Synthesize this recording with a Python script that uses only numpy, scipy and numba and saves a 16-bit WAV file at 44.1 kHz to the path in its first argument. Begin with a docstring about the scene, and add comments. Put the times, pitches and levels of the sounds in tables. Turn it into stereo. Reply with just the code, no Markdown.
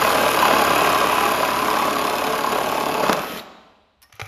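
"""Garage floor, heard through two microphone ports: a cordless reciprocating saw cuts through a beam.
At about 36 strokes a second each stroke clacks (noise bursts, steel modes) and drags the teeth through the
beam (rough noise and jolts driving its boom and damped modes). The last fibres crack, the saw runs free and
falls silent with a brake chirp; as the room's echoes die away a metal square clinks and squeaks, and the
offcut knocks and thuds, all over a faint room tone."""
import sys
import numpy as np
from scipy import signal
from scipy.fft import rfft, irfft, next_fast_len
from scipy.io import wavfile
from numba import njit

SR = 44100
rng = np.random.default_rng(int(sys.argv[2]) if len(sys.argv) > 2 else 0)


def waveform_to_disk(signal):
    """Save audio, clipped to [-1, 1], as 16-bit WAV at the path in sys.argv[1]."""
    frames = np.transpose(np.atleast_2d(signal))
    scaled = np.clip(frames, -1, 1) * 32767
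    samples = np.round(scaled).astype(np.int16)
    wavfile.write(sys.argv[1], SR, samples)


N = 188591
T = np.arange(N) / SR  # s
SIZE = next_fast_len(N + 2 * SR, real=True) // 2 * 2  # transform length with room for a tail
HZ = np.maximum(np.fft.rfftfreq(SIZE, 1 / SR), 1)

# the blade comes out of the beam; the trigger is let go; time for the load to fall away once through
THROUGH_S, STOP_S, UNLOAD_S = 3.13, 3.387, 0.087
# how fast the cutting sound dies once through, and the drive once braked
RELEASE_DB_PER_S, BRAKE_DB_PER_S = 119, 383

# the hand on the saw: [start_s, feed_pressure_db, extra_beam_ringing_db]
FEED = [(0.03, -2, 0.5), (0.2, -2, -3), (0.35, -1.5, 1.5), (0.47, 1.5, 0.5), (0.6, 3.5, -6), (0.85, 1, 2.5),
        (1.12, -1, 1), (1.28, -1.5, 2), (1.42, -2, 2), (1.82, -4.5, 7.5), (2.0, 1, -4.5), (2.15, -5, 3.5),
        (2.28, 1, -3.5), (2.42, -7.5, 4), (2.53, 4, -2), (2.62, 1, -6), (2.75, 0.5, -11), (2.92, 2.5, -6),
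        (3.03, 2.5, -10)]
# ringing of blade and shoe: [pitch_hz, relative_level_db, t60_s]
STEEL_MODES = [(1615, -1, .04), (1925, -5, 0.035), (2366, -6, 0.02), (2527, 4.5, 0.055), (2675, 1, 0.04),
               (2885, -2, 0.014), (3880, -9, .04), (5030, -3, 0.02), (6870, -8, 0.035), (7220, -6, 0.025),
               (9400, -3, 0.025), (12070, -5.5, 0.01)]


def cutting(turns):
    """Teeth grab and drag on the pull stroke: the beam booms and rings, the kerf rasps and hisses."""
    # the saw tilts as it sinks, so the teeth grip earlier in the stroke: [start_s, cycle_share]
    grip_share = [(0, .35), (.7, .34), (1.2, .35), (1.9, .31), (2.5, .3), (3.0, .29)]
    unsteadiness = .02 * walk(6)  # share of the cycle
    grip = turns - curves(grip_share)[0] - unsteadiness
    force = tooth_force(grip)
    jolts = catches(grip)
    drag = unit(grit(patchy_db=-0.5) * force)
    sound = beam(drag, jolts) + kerf(turns, force)
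    return sound * undb(-RELEASE_DB_PER_S * after(THROUGH_S))


def tooth_force(grip):
    """A steady drag that swells once a stroke, plus grabs and harder bites that build up and tear free."""
    # single strokes on which the blade bites harder: [start_s, relative_level_db]
    bites = [(0.014, 12.5), (.066, 3), (0.146, 14), (0.421, 9), (0.45, 13), (0.479, -2), (.507, 4.5),
             (0.537, 7.5), (0.704, 17), (.73, 1.5), (0.787, 3.5), (0.817, 3), (0.903, 7), (1.012, -1.5),
             (1.127, 3.5), (1.18, 6.5), (1.252, 13.5), (1.276, 8.5), (1.31, 3.5), (1.402, 7), (1.431, 7.5),
             (1.487, 12.5), (1.681, 2), (1.768, 7.5), (1.825, 5.5), (1.853, 8.5), (1.877, 5.5), (2.04, 4.5),
             (2.332, 8.5), (2.359, 10.5), (2.387, 15.5), (2.439, 10.5), (2.524, 11), (2.581, 6),
             (2.723, 3.5), (2.807, 11.5), (2.947, 4)]
    grabs = grab(each_stroke(grip, -0.12, db=7, scatter_s=.0015, scatter_db=1.8))
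    hard_bites = grab(taps(*np.transpose(bites))) * undb(7.5)
    steady = undb(pull(grip, swing_db=2.9, peak=0.06, dip_db=2.2) + 11.5)
    return np.maximum(grabs, hard_bites) + steady


def catches(grip):
    """Sharp impulses where the teeth catch and jolt the beam, several in each stroke."""
    # the catches: [cycle_share_from_hardest_grip, relative_level_db, timing_scatter_s]
    catch_points = [(-.09, -4, 0.0006), (0, 0, 0.0004), (.13, -4, 0.0008), (.46, -9, 0.001)]
    return unit(sum(each_stroke(grip, share, db, scatter_s, scatter_db=4.0)
                    for share, db, scatter_s in catch_points))


def beam(drag, jolts):
    """Drag and jolts excite the beam's broad boom, its body and its damped modes."""
    # spectra of boom and body: [frequency_hz, relative_level_db_per_hz]
    boom_colour = [(60, -14), (115, -13), (160, -1.5), (250, 2), (320, 2.5), (430, 11), (520, -3.5),
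                   (800, -34.5)]
    body_colour = [(250, -33.5), (430, -4.5), (530, 0), (620, -0.5), (720, 4.5), (790, 3), (860, 3),
                   (920, -9.5), (1100, 4), (1350, -15), (1800, -33.5)]
    # ringing of the sawn beam: [pitch_hz, relative_level_db, t60_s]
    beam_modes = [(978, 5, .04), (1014, 12.5, 0.04), (1050, 6, 0.05), (1108, 4, 0.06), (1150, 3, .06),
                  (1255, -4, 0.08)]
    # its lower notes: [pitch_hz, relative_level_db, t60_s]
    low_modes = [(432, 0, .08), (626, 0, .06), (848, 0, .045)]
    # they come and go as the blade moves through the wood: [start_s, first_db, second_db, third_db]
    low_notes = [(0, -44, -30.5, -31.5), (.22, -47.5, -24, -28.5), (.34, -31, -34.5, -33.5),
                 (.52, -43, -29.5, -24), (.72, -39, -36, -36), (.86, -20.5, -29, -47.5),
                 (1.0, -43, -30, -33.5), (1.24, -25.5, -44.5, -29), (1.4, -30.5, -30, -43),
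                 (1.7, -34.5, -41.5, -31), (1.93, -38, -30.5, -32), (2.15, -38, -34, -33.5),
                 (2.32, -28.5, -31.5, -35), (2.46, -40, -43, -35.5), (2.75, -35, -27.5, -27),
                 (2.92, -34, -38.5, -34.5), (3.05, -29.5, -29, -34)]
    wander = .021  # drift of the beam's pitch under the hand (share)

    boom = unit(colour(jolts + undb(-9.0) * drag, boom_colour))
    boom = boom * undb(effort(start_db=-31.5, change_db=-1.5, per_feed_db=1))

    # the last strip thins to a hinge over 1 s and lets the offcut sound 2 dB louder
    hinge_db = 2 * nearing(1)
    body = unit(colour(drag + undb(-7.5) * jolts, body_colour))
    body = body * undb(effort(start_db=-25.5, change_db=-6.5, per_feed_db=0.87) + hinge_db)

    push = np.diff(drag + undb(-9.0) * jolts, prepend=0)
    notes = sum(unit(ring(push, [mode], wander)) * undb(db)
                for mode, db in zip(low_modes, curves(low_notes)))

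    # the ringing is choked by 7 dB over the last 0.6 s of the cut
    choke_db = -7 * nearing(.6)
    ringing_db = effort(start_db=-21.5, change_db=-9.5, per_feed_db=0.75) + curves(FEED)[1] + choke_db
    ringing = unit(ring(push, beam_modes, wander)) * undb(ringing_db)
    return boom + body + notes + ringing


def kerf(turns, force):
    """Teeth rasp in the kerf, the blade rubs and slaps its sides and rings, the dust hisses."""
    # spectra of rasp and dust: [frequency_hz, relative_level_db_per_hz]
    rasp_colour = [(900, -16.5), (1300, 2), (1480, -3), (1620, 11), (1770, -30.5), (1930, -2), (2100, -3),
                   (2530, -1.5), (2750, -2.5), (3100, 0.5), (4000, -14), (4700, -13.5), (5700, -19.5),
                   (6900, -10), (9000, -31)]
    dust_colour = [(3000, -25), (5500, -5), (7000, 1), (8300, 0), (9600, 2), (11000, -1.5), (11800, .5),
                   (13000, -2.5), (14400, -5), (15500, -10)]
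    # the blade rubs the side of the kerf: [start_s, gain_db]
    blade_rub = [(0, -6), (.6, -3), (.76, 3), (.92, 1.5), (1.08, 3), (1.2, 7.5), (1.33, 0), (3.0, -2)]
    # it also slaps the kerf as it whips: [cycle_share, relative_level_db]
    slap_points = [(.05, -3), (.4, 0), (.67, -2)]

    teeth = undb(pull(turns, swing_db=1.2, peak=0.32, dip_db=2.4))
    rasp = unit(colour(grit(patchy_db=1.5) * teeth * np.sqrt(force), rasp_colour))
    rasp = rasp * undb(effort(start_db=-26.5, change_db=-11.5, per_feed_db=0.79))

    rubbing = grit(patchy_db=4.5) * undb(pull(turns, swing_db=3.2, peak=0.31))
    scrape = np.diff(rubbing, prepend=0)
    slaps = sum(each_stroke(turns, share, db, scatter_s=.0003, scatter_db=2) for share, db in slap_points)
    # only the lower modes of the blade are reached
    rubbed, slapped = (unit(ring(x, STEEL_MODES[:6], wander=0.004)) for x in (scrape, slaps))
    blade_db = effort(start_db=-27, change_db=-17, per_feed_db=.8) + curves(blade_rub)[0]
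    blade = unit(rubbed + slapped) * undb(blade_db)

    dust = unit(colour(grit(patchy_db=8.0) * teeth, dust_colour))
    dust = dust * undb(effort(start_db=-31, change_db=-13, per_feed_db=0.17))
    return rasp + blade + dust


def breaking_through():
    """The last fibres give way: rough bursts of coloured noise, each dying away fast."""
    # the cracks: [start_s, relative_level_db, decay_s, brightness_db_per_octave]
    cracks = [(3.03, -20, 0.014, -3.5), (3.038, -18, 0.011, -1), (3.066, -19, .008, -1.5),
              (3.095, -8.5, 0.0072, -2.5), (3.124, -14.5, 0.0076, -3.5), (3.1295, -8.5, 0.0019, 3),
              (3.175, -22.5, 0.016, -2.5), (3.198, -24, 0.013, -5), (3.233, -25.5, 0.018, -5.5),
              (3.36, -31, 0.0075, -5)]
    # their spectrum: [frequency_hz, relative_level_db_per_hz]
    crack_colour = [(80, -39), (130, -20), (185, -4), (280, -10), (400, -7), (750, -4.5), (1200, 0),
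                    (1800, -10), (3000, -13.5), (7000, -19.5), (15000, -29)]
    return crunches(cracks, crack_colour)


def drive(turns):
    """The saw itself: clacking reversals, whirring gears and the shake of the moving blade."""
    return clacks(turns) + gear_whirr(turns) + free_whirr() + shaking(turns)


def clacks(turns, crack_s=0.0012, rattle_s=0.0052):
    """Each reversal and its rebound is a short noise burst that also rings the steel of blade and shoe."""
    # spectrum: [frequency_hz, relative_level_db_per_hz]
    clack_colour = [(500, -5.5), (1500, -8), (2600, 3), (3600, 4.5), (5100, -2.5), (6000, -4), (7000, -3),
                    (9500, -11.5), (12000, -13), (15000, -2)]
    reversals = each_stroke(turns, 0, 0, scatter_s=0.0002, scatter_db=1.5)
    rebounds = each_stroke(turns, 0.055, -7.5, scatter_s=0.0005, scatter_db=5)
    envelope = fade(reversals + rebounds, crack_s) + undb(-16.0) * fade(reversals, rattle_s)
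    chatter = envelope * noise()
    steel = unit(ring(np.diff(chatter, prepend=0), STEEL_MODES, wander=0.0064))
    clack = unit(colour(chatter, clack_colour)) + undb(-3.0) * steel
    return clack * driven(start_db=-33, change_db=-4.5, per_feed_db=0.07, free_db=-43.5)


def gear_whirr(turns):
    """Gears loaded twice a turn make pulsing noise, and their teeth sing at high multiples of the stroke."""
    # spectrum: [frequency_hz, relative_level_db_per_hz]
    gear_colour = [(60, -36.5), (100, -20), (200, -0.5), (370, -1), (670, 1.5), (980, -5.5), (1300, -1.5),
                   (2000, -15), (2500, -10), (4500, -13.5), (7200, -30), (9500, -15.5), (11900, -17),
                   (15000, -28.5)]
    # singing teeth: [multiple_of_stroke_rate, level_against_gears_db]
    whine_tones = [(61, -17), (100, -22)]
    gears = unit(colour(grit(patchy_db=1.5) * undb(1.0 * np.cos(4 * np.pi * turns)), gear_colour))
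    whine = shaft_tones(turns + 0.0056 * walk(60), whine_tones)
    return (gears + whine) * driven(start_db=-24, change_db=-7, per_feed_db=0.076, free_db=-38.5)


def free_whirr():
    """The unloaded motor whirrs: coloured noise that comes up as the load falls away."""
    # spectrum: [frequency_hz, relative_level_db_per_hz]
    whirr_colour = [(100, -19), (200, 8.5), (370, -8), (670, -3), (980, -16), (1300, -3.5), (1900, -2),
                    (2500, -4), (3200, -2.5), (4000, -11.5), (5000, -13.5), (7500, -16), (9500, -19),
                    (11900, -7.5), (15000, -21)]
    level_db = -35 - BRAKE_DB_PER_S * after(STOP_S)
    return unit(colour(noise(), whirr_colour)) * (1 - load()) * undb(level_db)


def shaking(turns, waver_db=2.2):
    """The stroke shakes the beam and the shoe buzzes on it, in tones locked to the stroke rate."""
    # shake, then shoe buzz: [multiple_of_stroke_rate, relative_level_db]
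    shake_tones = [(1, -67), (2, -46), (3, -51), (4, -49), (5, -43.5)]
    buzz_tones = [(6, -41.5), (7, -41), (8, -42.5), (9, -41.5), (10, -44), (12, -43)]
    # the shoe sits hard on the beam for a while and buzzes louder: [start_s, gain_db]
    seating = [(1.45, 0), (1.65, 5.5), (2.08, 5), (2.22, 0)]
    shake = shaft_tones(turns, shake_tones, waver_db)
    buzz = shaft_tones(turns, buzz_tones, waver_db) * undb(curves(seating)[0])
    return (shake + buzz) * driven(start_db=1.3, change_db=-6.8, per_feed_db=0.5, free_db=-11)


def stopping(peak_s=3.398, rise_s=0.016, fall_s=0.0028):
    """The brake chirps, a swell of narrow noise, and the jolt leaves the free blade ringing."""
    # spectrum of the chirp: [frequency_hz, relative_level_db_per_hz]
    brake_colour = [(2000, -43), (3200, -7), (3650, -4), (3900, 1), (4100, -2), (4400, -6), (6000, -30)]
    # the jolt of the stop: [start_s, relative_level_db]
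    stop_jolt = [(3.391, -55)]
    # the free blade: [pitch_hz, relative_level_db, t60_s]
    blade_modes = [(3865, 0, 1.1), (3965, -2, .8)]
    late = T - peak_s
    swell = np.exp(np.minimum(late / rise_s, -late / fall_s))
    chirp = unit(colour(noise(), brake_colour)) * undb(-33) * swell
    return chirp + ring(taps(*np.transpose(stop_jolt)), blade_modes, wander=0.006)


def handling():
    """The square rattles and squeaks, the offcut knocks and thuds."""
    return metal_square() + offcut()


def metal_square():
    """The square slips and rattles as it is let go: rough contacts ring its modes, and a finger squeaks off."""
    # the contacts: [start_s, relative_level_db, decay_s, brightness_db_per_octave]
    clinks = [(4.0185, -43, 0.004, 5), (4.0265, -43, 0.0067, 5), (4.033, -48.5, 0.009, 1.5),
              (4.05, -65, 0.052, 7.5)]
    # their spectrum: [frequency_hz, relative_level_db_per_hz]
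    square_colour = [(300, -6), (1100, 6), (2500, 1), (4000, -5), (5400, -2), (7500, -17), (11000, -6),
                     (15000, -16)]
    # ringing of the metal: [pitch_hz, relative_level_db, t60_s]
    square_modes = [(1152, -2, 0.11), (2939, -9, .08), (5448, 0, 0.08), (6900, -1, .02), (10890, -7, 0.06),
                    (11330, -9, .06)]
    rattle = crunches(clinks, square_colour)
    ringing = undb(-35) * ring(rattle, square_modes, wander=0.0035)
    return rattle + ringing + squeak(middle_s=4.053, half_s=.015, hz=1830, glide_hz_per_s=600, db=-59)


def squeak(middle_s, half_s, hz, glide_hz_per_s, db):
    """Skin sticks and slips on metal: a brief, slightly rough tone."""
    late = T - middle_s
    roughness = 0.0156 * hz * unit(fade(noise(), 0.0023))
    pitch = hz + glide_hz_per_s * late + roughness
    tone = np.sqrt(2) * np.sin(2 * np.pi * np.cumsum(pitch) / SR)
    return undb(db) * np.exp(-(late / half_s) ** 4) * tone


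def offcut():
    """The offcut is gripped and knocks against the beam, ringing its modes; its weight thuds on the support."""
    # the knocks: [start_s, relative_level_db, decay_s, brightness_db_per_octave]
    knock_rows = [(4.098, -54, 0.006, -2), (4.123, -52, 0.0036, 0), (4.126, -40, 0.0034, 3.5),
                  (4.137, -55.5, 0.095, 1.5), (4.154, -43, .002, 14), (4.162, -51, 0.0078, 3),
                  (4.1965, -26, 0.0039, -1.5), (4.201, -29, 0.004, 1.5), (4.215, -20, 0.0022, -1),
                  (4.222, -47, 0.021, 11), (4.256, -44, 0.01, 6)]
    # their spectrum: [frequency_hz, relative_level_db_per_hz]
    knock_colour = [(120, -17), (200, -9), (370, -9.5), (600, -2), (750, 2), (930, -7), (1200, 0.5),
                    (1700, -2.5), (2200, -2.5), (2800, -3), (4800, -14.5), (6400, -14), (8500, -33),
                    (11000, -19.5), (15000, -34)]
    # ringing of the offcut: [pitch_hz, relative_level_db, t60_s]
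    offcut_modes = [(603, -46, 0.06), (1270, -43, 0.037), (1500, -41, 0.061), (2410, -39, 0.034),
                    (2750, -48, 0.022), (6250, -43, .02)]
    # thuds on the support: [start_s, relative_level_db]
    thuds = [(4.133, -53), (4.217, -34.5)]
    # ringing of the support: [pitch_hz, relative_level_db, t60_s]
    thud_modes = [(104, -3, 0.29), (122, -4, 0.092), (213, -10, .06)]
    knocks = crunches(knock_rows, knock_colour)
    # the support takes up the weight gradually, so the thud swells over a cycle
    support = signal.butter(1, [75, 150], "bandpass", fs=SR, output="sos")
    thud = signal.sosfilt(support, ring(taps(*np.transpose(thuds)), thud_modes))
    return undb(6.0) * thud + undb(1.5) * (knocks + ring(knocks, offcut_modes))


def ports(x):
    """The saw reaches the two microphone ports with different level and phase."""
    # left over right: [frequency_hz, level_db]
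    port_db = [(60, 1.5), (200, 2), (380, .5), (700, -4), (1000, -8.5), (1250, -8), (2400, -2), (4400, 1),
               (8000, .3), (15000, 0)]
    # lag of right behind left: [frequency_hz, phase_radians]
    port_phase = [(100, 0), (1640, -.4), (2930, .8), (4650, 1.2), (5510, -.7), (6400, -1), (7600, -2.4),
                  (8300, -3.2), (9600, -4.3), (11000, -5.9), (12400, -6.4), (13100, -6.9), (14400, -8.9)]
    lean = undb(over_hz(port_db)[0] / 2)
    phase = over_hz(port_phase)[0]
    left_right = np.array([lean, np.exp(-1j * phase) / lean])
    return irfft(rfft(x, SIZE) * left_right)[:, :N]


def scatter(x, size=120):
    """Near floor and beam throw the treble back within 3 ms, differently to each port and as the saw moves."""
    # spectrum of the scattering: [frequency_hz, relative_level_db_per_hz]
    scatter_colour = [(1000, -25), (2500, -4), (4200, 3), (8000, -3), (14000, 0)]
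    treble = colour(x, scatter_colour)[None]
    echoes = rng.standard_normal((2, 2, size)) / np.sqrt(size)
    one, other = (signal.fftconvolve(treble, e, axes=1)[:, :N] for e in echoes)
    tilt = 2 * walk(2.015)  # radians, blends the two echo patterns
    return undb(-9) * (np.cos(tilt) * one + np.sin(tilt) * other)


def garage(x, first_echo_s=.005, early_db=-1.0, early_s=0.01):
    """Dense early echoes, then a diffuse tail, unrelated left and right, decaying by frequency."""
    # the room: [frequency_hz, t60_s, relative_level_db]
    room = [(75, 1.8, -15), (135, 1.2, -16), (210, 1.4, -7.5), (320, 1.1, -6.5), (710, 1.24, -5),
            (1770, 1.09, -5.5), (4000, 1.4, -10.5), (6840, .85, -9.5), (9600, 1.4, -28), (15000, .6, -19.5)]
    hz, t, cells = signal.stft(rng.standard_normal((2, 3 * SR // 2)), SR, nperseg=512)
    t60, db = (c[:, None] for c in over_hz(room, np.maximum(hz, 1)))
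    rate = np.log(1000) / t60
    envelope = (np.exp(-rate * t) + undb(early_db) * np.exp(-t / early_s)) * (t > first_echo_s)
    tail = signal.istft(cells * undb(db) * np.sqrt(2 * rate / SR) * envelope, SR)[1]
    return signal.fftconvolve(x[None], tail, axes=1)[:, :N]


def room_tone():
    """Faint coloured noise, partly shared by the two ports and partly each port's own."""
    # spectrum: [frequency_hz, relative_level_db_per_hz]
    floor_colour = [(20, -25), (45, -1), (65, 6), (190, -15), (1000, -14), (2200, -22), (4000, -26),
                    (12000, -46)]
    own = np.array([colour(noise(), floor_colour) for _ in range(2)])
    return undb(-68) * (colour(noise(), floor_colour) + .4 * own)


def depth():
    """Share of the beam that is cut; the blade sinks at an even pace."""
    return np.minimum(T / THROUGH_S, 1)


def nearing(last_s):
    """Rises from 0 to 1 over the last seconds of the cut."""
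    return np.clip(1 + (T - THROUGH_S) / last_s, 0, 1)


def load():
    """1 while the blade is in the beam, falling to 0 once it is through."""
    return np.clip(1 - (T - THROUGH_S) / UNLOAD_S, 0, 1)


def after(start_s):
    """Seconds since a moment, 0 before it."""
    return np.maximum(T - start_s, 0)


def effort(start_db, change_db, per_feed_db):
    """Level in dB: its start, its change by the end of the cut, and dB per dB of feed pressure."""
    return start_db + change_db * depth() + per_feed_db * curves(FEED)[0]


def driven(start_db, change_db, per_feed_db, free_db):
    """Gain of a sound of the drive: loaded, then running free, then braked."""
    loaded_db = load() * effort(start_db, change_db, per_feed_db)
    return undb(loaded_db + (1 - load()) * free_db - BRAKE_DB_PER_S * after(STOP_S))


def pull(turns, swing_db, peak, dip_db=0):
    """Tooth pressure in dB: swings once a cycle about its peak (cycle share), with a twice-a-cycle dip."""
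    angle = 2 * np.pi * (turns - peak)
    return swing_db * np.cos(angle) + dip_db * np.cos(2 * angle)


def each_stroke(turns, share, db, scatter_s, scatter_db):
    """An impulse at the same point of every stroke, never quite alike."""
    count = np.arange(int(turns[-1]))
    chance = np.sqrt(3) * rng.uniform(-1, 1, (200, 2))[count]  # spread of 1
    times = np.interp(count + share, turns, T) + scatter_s * chance[:, 0]
    return taps(times, db + scatter_db * chance[:, 1])


def taps(times, db):
    """One impulse at each time."""
    out = np.zeros(N)
    inside = (times >= 0) & (times < T[-1])
    np.add.at(out, (times[inside] * SR).astype(int), undb(db)[inside])
    return out


def grab(x, rise_s=.0014, length_s=.006):
    """At each impulse the teeth dig in quickly, then tear free."""
    return fade(x, length_s) - fade(x, rise_s)


def fade(x, length_s):
    """Let each impulse die away exponentially."""
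    return signal.lfilter([1], [1, -np.exp(-1 / (length_s * SR))], x)


def grit(patchy_db, size=40):
    """Noise whose strength jumps, within limits, from one torn grain (size in samples) to the next."""
    grains = undb(patchy_db * np.clip(rng.standard_normal(N // size + 1), -2, 2))
    return unit(noise() * np.repeat(grains, size)[:N])


def crunches(rows, points, size=8192):
    """Short rough contacts: coloured noise bursts, each dying away exponentially."""
    out = np.zeros(N + 2 * size)
    for start_s, db, decay_s, tilt_db in rows:
        burst = rng.standard_normal(size) * np.exp(-T[:size] / decay_s)
        sound = signal.fftconvolve(burst, response(points, tilt_db))
        first = int(start_s * SR)
        out[first:first + len(sound)] += undb(db) * sound
    return out[:N]


def shaft_tones(turns, orders, waver_db=0):
    """Tones locked to whole multiples of the stroke rate; the higher ones waver most."""
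    out = np.zeros(N)
    for k, db in orders:
        level = undb(db + waver_db * min(k / 6, 1) * walk(4.01))
        phase = 2 * np.pi * (round(k) * turns + rng.random())
        out += level * np.sqrt(2) * np.sin(phase)
    return out


def ring(x, modes, wander=0):
    """Drive damped modes with x; each may drift in pitch at random by a share of its frequency."""
    out, blocks = np.zeros(N), T[::64]
    for hz, db, t60 in modes:
        angle = 2 * np.pi * hz * (1 + wander * walk(6.5, blocks)) / SR
        decay = np.exp(-np.log(1000) / (t60 * SR))
        add(out, undb(db) * x, decay * np.cos(angle), decay * np.sin(angle))
    return out


@njit
def add(out, x, cos, sin):
    """Add one damped mode driven by x: a shrinking rotation, its pitch renewed every 64 samples."""
    re, im = 0., 0.
    for i in range(len(x)):
        c, s = cos[i // 64], sin[i // 64]
        re, im = re * c - im * s + x[i] + 1e-18, re * s + im * c
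        out[i] += im


def walk(rate, at=T):
    """Slow random drift with a spread near 1; rate in steps per second."""
    steps = rng.standard_normal(400)
    return np.interp(at * rate, np.arange(len(steps)), steps)


def noise():
    """White noise."""
    return rng.standard_normal(N)


def colour(x, points):
    """Give a sound a spectrum."""
    return signal.oaconvolve(x, response(points))[:N]


def response(points, tilt_db=0, size=4096):
    """Causal impulse response of unit power with the given spectrum, tilted per octave."""
    hz = np.maximum(np.fft.rfftfreq(size, 1 / SR), 1)
    gain = unit(undb(over_hz(points, hz)[0] + tilt_db * np.log2(hz)))
    # folding the cepstrum gives minimum phase
    cepstrum = irfft(np.log(gain))
    cepstrum[1:size // 2] *= 2
    cepstrum[size // 2 + 1:] = 0
    return irfft(np.exp(rfft(cepstrum)))


def curves(rows, at=T):
    """The columns of a table, joined by straight lines."""
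    first, *columns = np.transpose(rows)
    return [np.interp(at, first, c) for c in columns]


def over_hz(rows, hz=HZ):
    """The columns of a table on a log-frequency axis."""
    return curves([(np.log(r[0]), *r[1:]) for r in rows], np.log(hz))


def unit(x):
    """Scale to rms 1."""
    return x / np.sqrt(np.mean(x ** 2))


def undb(db):
    """Decibels to gain."""
    return 10 ** (np.asarray(db) / 20)


def scene():
    """Saw and handling in the garage, over a faint room tone."""
    # crank speed under load: [start_s, strokes_per_s]
    loaded_speed = [(0.0, 37.38), (0.2, 37.32), (0.45, 36.2), (0.8, 35.49), (1.2, 36.03), (1.5, 35.7),
                    (1.9, 35.29), (2.3, 35.5), (2.6, 35.76), (2.85, 35.45), (3.15, 35.74)]
    # once through, the load falls away and the crank speeds up by 8.5 %
    speed = curves(loaded_speed)[0] * (1 + 0.085 * (1 - load()))
    # whole turns are reversals of the blade; the first comes 0.4806 of a turn in
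    turns = np.cumsum(speed) / SR - .4806
    saw = cutting(turns) + drive(turns) + breaking_through() + stopping()
    hands = handling()
    hands_left_right = hands * undb(np.array([[-.8], [.8]]))
    direct = ports(saw) + scatter(saw) + hands_left_right
    return direct + garage(saw + undb(4.0) * hands) + room_tone()


def record(dry):
    """The recorder drops the deepest bass, rounds the highest peaks and cuts the top."""
    wet = signal.sosfilt(signal.butter(4, 30, "highpass", fs=SR, output="sos"), dry)
    wet = wet / (1 + (wet / .95) ** 6) ** (1 / 6)
    return signal.sosfilt(signal.ellip(8, .2, 70, 14900, fs=SR, output="sos"), wet)


dry = scene()
out = record(dry)
waveform_to_disk(out)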